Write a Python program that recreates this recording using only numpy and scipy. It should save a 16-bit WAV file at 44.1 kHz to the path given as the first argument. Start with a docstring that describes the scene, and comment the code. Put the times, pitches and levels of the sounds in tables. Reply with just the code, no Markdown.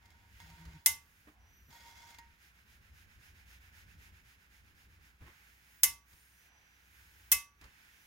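"""A small, quiet room, the stereo microphone close to a padded table. A heavy steel steam iron glides over
a strip of fabric, scrubs quickly on one spot, then glides again: the fibres hiss and the table rumbles.
The sole scrapes and judders as it turns, thumps the padding, and now and then squeals thinly.
At the far end of three long strokes the iron clanks against metal, probably its rest, and rings."""
import sys
import numpy as np
from scipy import signal
from scipy.fft import rfft, irfft, next_fast_len
from scipy.io import wavfile
from scipy.ndimage import map_coordinates

SR = 44100
rng = np.random.default_rng(int(sys.argv[2]) if len(sys.argv) > 2 else 0)


def store_pcm(level_fs):
    """Save levels as 16-bit WAV."""
    pcm = np.round(np.clip(level_fs, -1, 1) * 32767).astype(np.int16)
    wavfile.write(sys.argv[1], SR, np.atleast_2d(pcm).T)


N = 355775

# spectra of rubbed cloth, the table and the sole's edge: (frequency [Hz], relative density [dB])
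CLOTH_SPECTRUM = [(200, -10), (400, -16), (620, -17), (850, -6), (1170, -10), (1520, 4), (2400, 2),
                  (3200, -5), (4500, -10.5), (5300, -7), (5800, -13), (6800, -8), (7400, -18.5),
                  (9200, -15.5), (15800, -16)]
TABLE_SPECTRUM = [(20, -19.5), (35, -10.5), (49, -14), (59, 4.5), (66, -0.5), (73, -1.5), (80, -6),
                  (88, -0.5), (106, -12), (133, -22), (170, -15.5), (260, -25.5), (600, -38.5), (1300, -87)]
EDGE_SPECTRUM = [(150, -3), (600, -9.5), (900, -10), (1200, 1), (1700, 2), (2500, 0), (3300, -0.5),
                 (5200, 0), (5700, -8.5), (6600, -0.5), (8000, -10), (10700, -10.5), (15800, -10.5)]
# resonances of the sole while pressed down: (frequency [Hz], width [Hz], relative level [dB])
SOLE_MODES = [(800, 90, -13), (930, 16, 5), (1490, 60, -8), (1884, 16, -2), (2120, 36, 0), (3343, 70, -6),
              (4850, 70, -9), (5345, 50, -7), (6595, 45, -6), (9330, 42, -15), (10700, 80, -15)]
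# stereo image close to the microphone: (frequency [Hz], likeness [-1..1], left-right [dB], left lead [rad])
NEAR_IMAGE = [(60, .96, .5, 0), (130, .9, 0, 0), (380, .65, -2, 0), (800, .55, 0, .4), (1600, .4, -5, 2.3),
              (2400, .4, -5.5, 3.7), (4400, .3, -1, 6.4), (8000, .3, -.5, 6.3), (14000, .85, 1.5, 6.3)]
STOP_S = 0.039  # the iron comes to rest in this time


def amp(db):
    """Decibels to gain."""
    return 10 ** (np.asarray(db) / 20)


def unit(x):
    """Scale to rms 1."""
    return x / np.sqrt(np.mean(x ** 2) + 1e-20)


def along(points, hz, column=1):
    """One column of a frequency table, read on a log axis."""
    table = np.transpose(points)
    return np.interp(np.log(hz + 1), np.log(table[0] + 1), table[column])


def clock():
    """The time of every sample."""
    return np.arange(N) / SR


def curve(rows):
    """One value per sample from (time, value) rows."""
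    return np.interp(clock(), *np.transpose(rows))


def wobble(rate):
    """A smooth random curve, rate knots a second."""
    return map_coordinates(rng.standard_normal(int(N * rate / SR) + 4), [clock() * rate])


def filtered(x, response):
    """Filter x by a function of frequency."""
    n = x.shape[-1]
    m = next_fast_len(n + SR // 4)
    return irfft(rfft(x, m) * response(np.fft.rfftfreq(m, 1 / SR)), m)[..., :n]


def above(x, corner_hz):
    """The treble of x."""
    return filtered(x, lambda hz: 1 / (1 + (corner_hz / (hz + 1)) ** 4))


def panned(balance_db):
    """Left and right gains."""
    gains = amp(np.array([np.atleast_1d(balance_db), -np.atleast_1d(balance_db)]) / 2)
    return gains / np.sqrt(np.mean(gains ** 2, axis=0))


def rush(spectrum, image=NEAR_IMAGE, size=N):
    """Stereo noise of rms 1 with a colour and an image at the microphone."""
    def mid_side(hz):
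        width = np.arccos(np.clip(along(image, hz), -.99, .99)) / 2
        return amp(along(spectrum, hz)) * [np.cos(width), np.sin(width)]

    def left_right(hz):
        lead = np.outer([1, -1], along(image, hz, column=3))
        return panned(along(image, hz, column=2)) * np.exp(.5j * lead)

    mid, side = filtered(rng.standard_normal((2, size)), mid_side)
    return unit(filtered(np.array([mid + side, mid - side]), left_right))


def add(track, s, sound):
    """Mix a sound in at time s."""
    part = track[:, max(round(s * SR), 0):][:, :sound.shape[-1]]
    part += sound[..., :part.shape[-1]]


def burst(t, attack, t60):
    """An envelope that rises from t = 0 and dies away."""
    t = np.maximum(t, 0)
    return (1 - np.exp(-t / attack)) * amp(-60 * t / t60)


def gate(start, end, attack, release):
    """A smooth rise from the start, a hold, and a smooth fall around the end."""
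    rise = np.clip((clock() - start) / attack, 0, 1)
    fall = np.clip((end - clock()) / release + .5, 0, 1)
    return np.sin(np.pi / 2 * rise) * np.sin(np.pi / 2 * fall)


def gliding(treble_hz=7200):
    """Long strokes: fibres hiss and the table rumbles; the hiss changes sheen along the strip."""
    # strokes, levels relative: (start [s], end [s], run-up [s], rubbing [dB],
    # treble at start [dB], treble at end [dB], rumble [dB])
    strokes = [(-.05, 0.386, 0.14, -78.5, -18, 1.5, -60), (0.268, .8, .14, -70.5, -4, -11, -58),
               (.88, 1.344, .05, -78.5, 5, 0.5, -68), (1.317, 1.735, 0.1, -79, -14, 2, -61.5),
               (1.697, 2.355, 0.16, -72.5, -19.5, -7.5, -61.5), (5.17, 5.82, 0.077, -72, -5.5, 2, -73.5),
               (6.05, 6.484, 0.084, -75, 6, 2, -78), (6.396, 6.891, 0.066, -75.5, -16, -0.5, -83),
               (6.822, 7.332, .16, -70.5, 0.5, 0, -64.5), (7.578, 8.197, 0.084, -71, -8, 3, -76)]
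    # the hand never holds the iron quite still
    rub_power, treble_power, rumble_power = (np.full(N, amp(db) ** 2) for db in (-82.5, -82.5, -78.5))
    for start, end, attack, db, first_db, last_db, table_db in strokes:
        speed = gate(start, end, attack, STOP_S)
        sheen_db = np.interp(clock(), [start, end], [first_db, last_db]) + 5
        rub_power += (speed * amp(db)) ** 2
        treble_power += (speed * amp(db + sheen_db)) ** 2
        rumble_power += (speed * amp(table_db)) ** 2
    fibres = rush(CLOTH_SPECTRUM)
    fizz = above(fibres, treble_hz)
    hiss = np.sqrt(rub_power) * (fibres - fizz) + np.sqrt(treble_power) * fizz
    hiss *= amp(6.5 - 0.9 * wobble(10))
    return hiss + amp(-4) * np.sqrt(rumble_power) * rush(TABLE_SPECTRUM)


def scrubbing(start_s=2.376, first_cycle_s=.272, quicken_s=.0023, push_share=.56, turn_level=.343):
    """Quick pushes and pulls on one spot hiss most in mid-stroke; each turn bumps and rocks the table."""
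    # effort of the hand: (time [s], relative level [dB])
    effort = [(2.39, -65), (2.8, -65.5), (3.5, -61.5), (4.05, -62.5), (4.45, -66), (5.15, -66.5)]
    # weight rocking the table: (time [s], relative level [dB])
    rocking = [(2.48, -75), (2.7, -63.5), (2.95, -60.5), (3.65, -64), (4.0, -57), (4.42, -70.5),
               (4.65, -64), (5.02, -61.5), (5.2, -74)]
    # the table's answer to a turn: (frequency [Hz], relative density [dB])
    bump_spectrum = [(30, -10), (70, -4), (125, 5), (180, -2.5), (300, -16), (450, -16.5), (900, -30),
                     (3000, -80)]
    cycles = first_cycle_s - quicken_s * np.arange(11)
    lengths = np.outer(cycles, [push_share, 1 - push_share]).ravel()
    turns = start_s + np.cumsum(lengths) - lengths
    progress = np.interp(clock(), turns, np.arange(len(turns)))
    stroke = progress.astype(int)
    speed, pulling = np.abs(np.sin(np.pi * progress)), stroke % 2
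    level = amp(curve(effort) + 1) * (turn_level + (1 - turn_level) * speed * amp(-2.5 * pulling))
    sheen = amp(speed * np.where(pulling, 0, 3)) - 1  # pushes run against the nap and are brighter
    fibres = rush(CLOTH_SPECTRUM)
    hiss = level * (fibres + sheen * above(fibres, corner_hz=3420))
    rumble = amp(1.5) * (1 - 0.44 * speed) * rush(TABLE_SPECTRUM)
    bumps = amp(-3) * burst(clock() - turns[stroke], attack=.01, t60=.2) * rush(bump_spectrum)
    table = amp(curve(rocking)) * (rumble + bumps)
    return gate(turns[0] - STOP_S, turns[-1] + STOP_S, STOP_S, STOP_S) * (hiss + table)


def scraping(bite_s=.04, let_go_s=.086):
    """Tiny slips of the sole's edge rasp and excite its resonances; a harder bite reaches higher ones."""
    # the edge bites, drags and eases off, levels relative:
    # (start [s], end [s], bite [dB], easing [dB/s], ring [dB], ring roll-off [Hz])
    scrapes = [(0.0, 0.286, -70, 24, 8.5, 1190), (0.382, 0.836, -61, 13.5, 2.5, 1590),
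               (1.689, 2.148, -57, 4.5, -0.5, 5530)]

    def sole(hz):
        return sum(amp(db) * 1j * hz * width / (centre ** 2 - hz ** 2 + 1j * hz * width)
                   for centre, width, db in SOLE_MODES)

    grain = unit(amp(1.5 * wobble(400) + wobble(37)))
    slips = rng.standard_normal((2, N)) + 1.1 * rng.standard_normal(N)
    drag, drive = np.zeros(N), np.zeros((2, N))
    for start, end, db, easing, body_db, reach_hz in scrapes:
        level = amp(db - easing * np.clip(clock() - start, 0, 1))
        force = grain * gate(start, end, bite_s, let_go_s) * level
        drag += force
        drive += amp(body_db) * filtered(force * slips, lambda hz: 1 / (1 + 1j * hz / reach_hz))
    ring = filtered(drive, sole) / np.std(filtered(slips, sole))
    return amp(-4) * drag * rush(EDGE_SPECTRUM) + amp(-1) * ring * panned(-1.5)


def clanks(crack_t60=0.045):
    """At the far end, two steel contacts a few ms apart crack, ring the iron and wake the room."""
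    # steel on steel, levels relative: (time [s], crack [dB], second contact after [s],
    # second contact [dB], strike place [0 = centre])
    strikes = [(.8604, 0, .004, -4, -1), (5.8333, 1, .005, 0, 0), (7.3168, -1.5, .0045, 2.5, 1.2)]
    # colour of the crack: (frequency [Hz], relative density [dB])
    crack_spectrum = [(100, -43.5), (600, -29), (950, -17.5), (1300, -19), (1900, -9), (2400, -15.5),
                      (3000, -6.5), (4200, -10.5), (5400, -3), (6700, -1.5), (7600, -3), (9500, -1.5),
                      (11000, 2), (13000, 1), (15800, -9)]
    # image of the far end: (frequency [Hz], likeness [-1..1], left-right [dB], left lead [rad])
    far_image = [(100, .9, 0, 0), (700, .6, 3, 0), (1400, .1, -3, 0), (2400, 0, 0, 0), (4400, 0, -3, 0),
                 (6400, 0, -2, 0), (8500, .1, 7, 0), (13000, .3, 1, 0)]
    # decay of the small room: (frequency [Hz], t60 [s])
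    room_decay = [(100, 0.9), (1000, 0.24), (2500, 0.27), (6000, 0.22), (15000, .17)]
    out, t = np.zeros((2, N)), np.arange(SR // 2) / SR
    for s, db, delay, second_db, place in strikes:
        first = burst(t, 0.00029, crack_t60)
        second = amp(second_db) * burst(t - delay, 0.0029, crack_t60)
        chatter = unit(amp(-wobble(2000)[:len(t)]))
        crack = amp(db - 12) * np.hypot(first, second) * chatter * rush(crack_spectrum, far_image, len(t))
        hz, age, bands = signal.stft(rush(crack_spectrum, far_image, len(t)), SR, nperseg=256)
        decay = amp(-60 * age / along(room_decay, hz)[:, None])
        tail = signal.istft(bands * decay, SR, nperseg=256)[1][:, :len(t)]
        room = amp(-23) * tail * (1 - np.exp(-t / 0.021)) * panned(-1)
        add(out, s, crack + iron_ring(t, place) + room)
    return out


def iron_ring(t, place, spread=0.006, crowded_hz=5000):
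    """The struck body: low modes ring cleanly, high ones are clusters that beat, blur and die sooner."""
    # the iron's modes: (frequency [Hz], level [dB], base t60 [s], change with place [dB], left-right [dB])
    modes = [(872, -56.5, 0.3, -5, 2), (933, -50.5, 0.33, -3, 1), (1148, -50.5, 0.42, 4, -5),
             (1470, -53, 0.22, 0, -6), (2062, -31, 0.225, 0, -8), (2218, -43, 0.18, 1, -6),
             (2600, -42.5, 0.27, 6, -4), (2890, -41, 0.17, -1, -1), (3198, -44, 0.18, 3, -2),
             (3677, -44, 0.2, 1, -2), (5332, -36, 0.2, -1, -4), (5932, -55, 0.43, 5, -2),
             (6448, -37, 0.19, -1, -7), (6910, -33, 0.12, 0, -5), (8091, -36, 0.14, -1, 4),
             (8880, -41, 0.18, -1, 2), (9360, -40, 0.2, 2, 1), (10490, -34, 0.16, 2, 0),
             (10830, -33, 0.16, 1, -1), (11270, -34, 0.14, 0, -2), (12050, -31, 0.12, 2, -3),
             (12340, -31, 0.12, 1, -3), (13040, -34, 0.15, -2, -2), (13560, -33, 0.14, -1, -2)]
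    ring = np.zeros((2, len(t)))
    for hz, db, t60, place_db, side_db in modes:
        blur = hz ** 4 / (hz ** 4 + crowded_hz ** 4)
        lines = hz * (1 + spread * blur * np.r_[0, rng.standard_normal(size=6)])  # main line, neighbours
        shares = np.sqrt(np.r_[1 - blur, np.full(6, blur / 6)])
        # the shorter the wave, the more its phase differs across the microphone
        phases = rng.uniform(0, 2 * np.pi, len(lines)) + rng.normal(0, .4 + .2 * blur, (2, len(lines)))
        waves = np.exp(2j * np.pi * np.outer(lines, t))
        tone = np.sqrt(2) * np.imag(shares * np.exp(1j * phases) @ waves)
        envelope = burst(t, 0.006, t60 * (1 - 0.05 * blur))
        ring += amp(db + place * place_db) * panned(side_db) * envelope * tone
    return ring


def thumps():
    """The weight settles on the padding: a soft low swing of the table with a scuff of cloth."""
    # landings: (time [s], thud [dB], pitch [Hz], time to peak [s], scuff [dB])
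    landings = [(.64, -55.5, 71.2, 0.032, -70.5), (0.873, -61, 86.5, .03, -80),
                (1.27, -61.5, 300, 0.011, -60), (1.682, -62, 135, 0.012, -69),
                (5.203, -55, 71.6, 0.024, -64), (5.258, -73.5, 345, 0.021, -59),
                (5.854, -59, 61.4, 0.027, -76), (6.131, -65.5, 69.4, 0.0092, -84.5),
                (7.334, -54.5, 63, 0.017, -85.5), (7.607, -62, 68.7, 0.019, -60),
                (7.633, -60.5, 65.7, 0.019, -62)]
    # scuffed cloth: (frequency [Hz], relative density [dB])
    scuff_spectrum = [(100, 2), (350, 3), (600, -5.5), (1000, 5), (2000, 6.5), (4000, -10),
                      (8000, -17.5), (15000, -16.5)]
    out, t = np.zeros((2, N)), np.arange(SR // 3) / SR
    for s, db, hz, peak_s, cloth_db in landings:
        swell = t / peak_s * np.exp(1 - t / peak_s)
        rumble = rush([(30, -8), (hz, 0), (2 * hz, -6), (1500, -40), (4000, -80)], size=len(t))
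        thud = unit(np.sin(2 * np.pi * hz * t)) + 0.82 * rumble
        scuff = rush(scuff_spectrum, size=len(t))
        add(out, s, swell * (amp(db) * thud + amp(cloth_db) * scuff))
    return out


def ticks(ring_stretch=2.4):
    """The edge catches and lets go; relieved of pressure, the sole rings longer."""
    # light catches: (time [s], click [dB], ring [dB])
    catches = [(.056, -59, -73), (.103, -60, -70), (.401, -53, -57), (.5, -57, -70), (.652, -54, -68),
               (2.104, -53, -66), (2.144, -54, -65), (2.185, -48, -54), (6.131, -60, -80),
               (7.612, -56, -78), (7.641, -56, -75)]
    out, t = np.zeros((2, N)), np.arange(SR // 2) / SR
    for s, db, ring_db in catches:
        ring = np.zeros((2, len(t)))
        for hz, width, mode_db in SOLE_MODES:
            t60 = ring_stretch * np.log(1000) / (np.pi * width)
            phase = 2 * np.pi * hz * t + rng.normal(0, .7, (2, 1))
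            ring += amp(mode_db) * burst(t, .0005, t60) * np.sin(phase)
        click = burst(t, attack=.0005, t60=.05) * rush(EDGE_SPECTRUM, size=len(t))
        add(out, s, amp(db) * click + amp(ring_db) * ring / np.sqrt(2))
    return out


def judder(start_s=0.405, end_s=0.774, slip_hz=161.6, jitter=0.0366, growth_db_per_s=18.5):
    """The sole sticks and slips unsteadily: one short low groan, growing as the pull speeds up."""
    phase = 2 * np.pi * np.cumsum(slip_hz * (1 + jitter * wobble(61))) / SR
    db = -67 + growth_db_per_s * np.clip(clock() - start_s, 0, 1) + 4 * wobble(40.9)
    groan = unit(np.sin(phase) + amp(-17) * np.sin(2 * phase))
    return gate(start_s, end_s, attack=.025, release=.025) * amp(db) * groan


def overruns():
    """The tip runs off the strip and turns on the bare padding with a hollow swish."""
    # swishes: (peak time [s], length [s], level [dB])
    swishes = [(1.388, 0.33, -74.5), (6.554, 0.32, -76)]
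    # rubbed padding: (frequency [Hz], relative density [dB])
    padding_spectrum = [(200, -20), (500, -5), (780, 8), (1050, 5), (1500, -27), (4000, -22), (15800, -46)]
    swell = sum(amp(db) * np.cos(np.pi * np.clip((clock() - s) / length, -.5, .5))
                for s, length, db in swishes)
    return swell * rush(padding_spectrum)


def squeals(waver_hz=36, flutter_db=3):
    """Sliding forward, the sole sings at a few high modes in faint fluttering tones."""
    # thin tones: (start [s], end [s], pitch [Hz], level [dB])
    tones = [(1.37, 1.773, 5900, -72.5), (1.83, 2.198, 5925, -71), (1.403, 2.0, 13900, -76),
             (6.058, 6.497, 8950, -76), (6.235, 6.904, 5940, -74.5), (7.653, 8.1, 9000, -82),
             (7.905, 8.1, 5938, -77)]
    out = np.zeros(N)
    for start, end, hz, db in tones:
        swell = np.sin(np.pi * np.clip((clock() - start) / (end - start), 0, 1))
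        phase = 2 * np.pi * np.cumsum(hz + waver_hz * wobble(250)) / SR
        out += amp(db + flutter_db * wobble(89)) * swell * np.sin(phase)
    return out * panned(0)


def room_tone(air_db=-73, hum_db=-73, mains_hz=60):
    """Still air and a faint mains hum behind the table."""
    # the room's air: (frequency [Hz], relative density [dB])
    air_spectrum = [(20, -3.5), (60, 15.5), (120, 8.5), (300, 1.5), (600, -7), (1600, 3), (4000, -14),
                    (8000, -21), (15800, -16)]
    return amp(air_db) * rush(air_spectrum) + amp(hum_db) * np.sin(2 * np.pi * mains_hz * clock())


def scene():
    """Everything on and around the table, heard from close by."""
    cloth = gliding() + scrubbing() + overruns()
    return cloth + scraping() + ticks() + judder() + thumps() + clanks() + squeals() + room_tone()


def record(dry):
    """The recorder keeps nothing above its band limit."""
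    top_hz = 15850
    return filtered(dry, lambda hz: hz < top_hz)


dry = scene()
out = record(dry)
store_pcm(out)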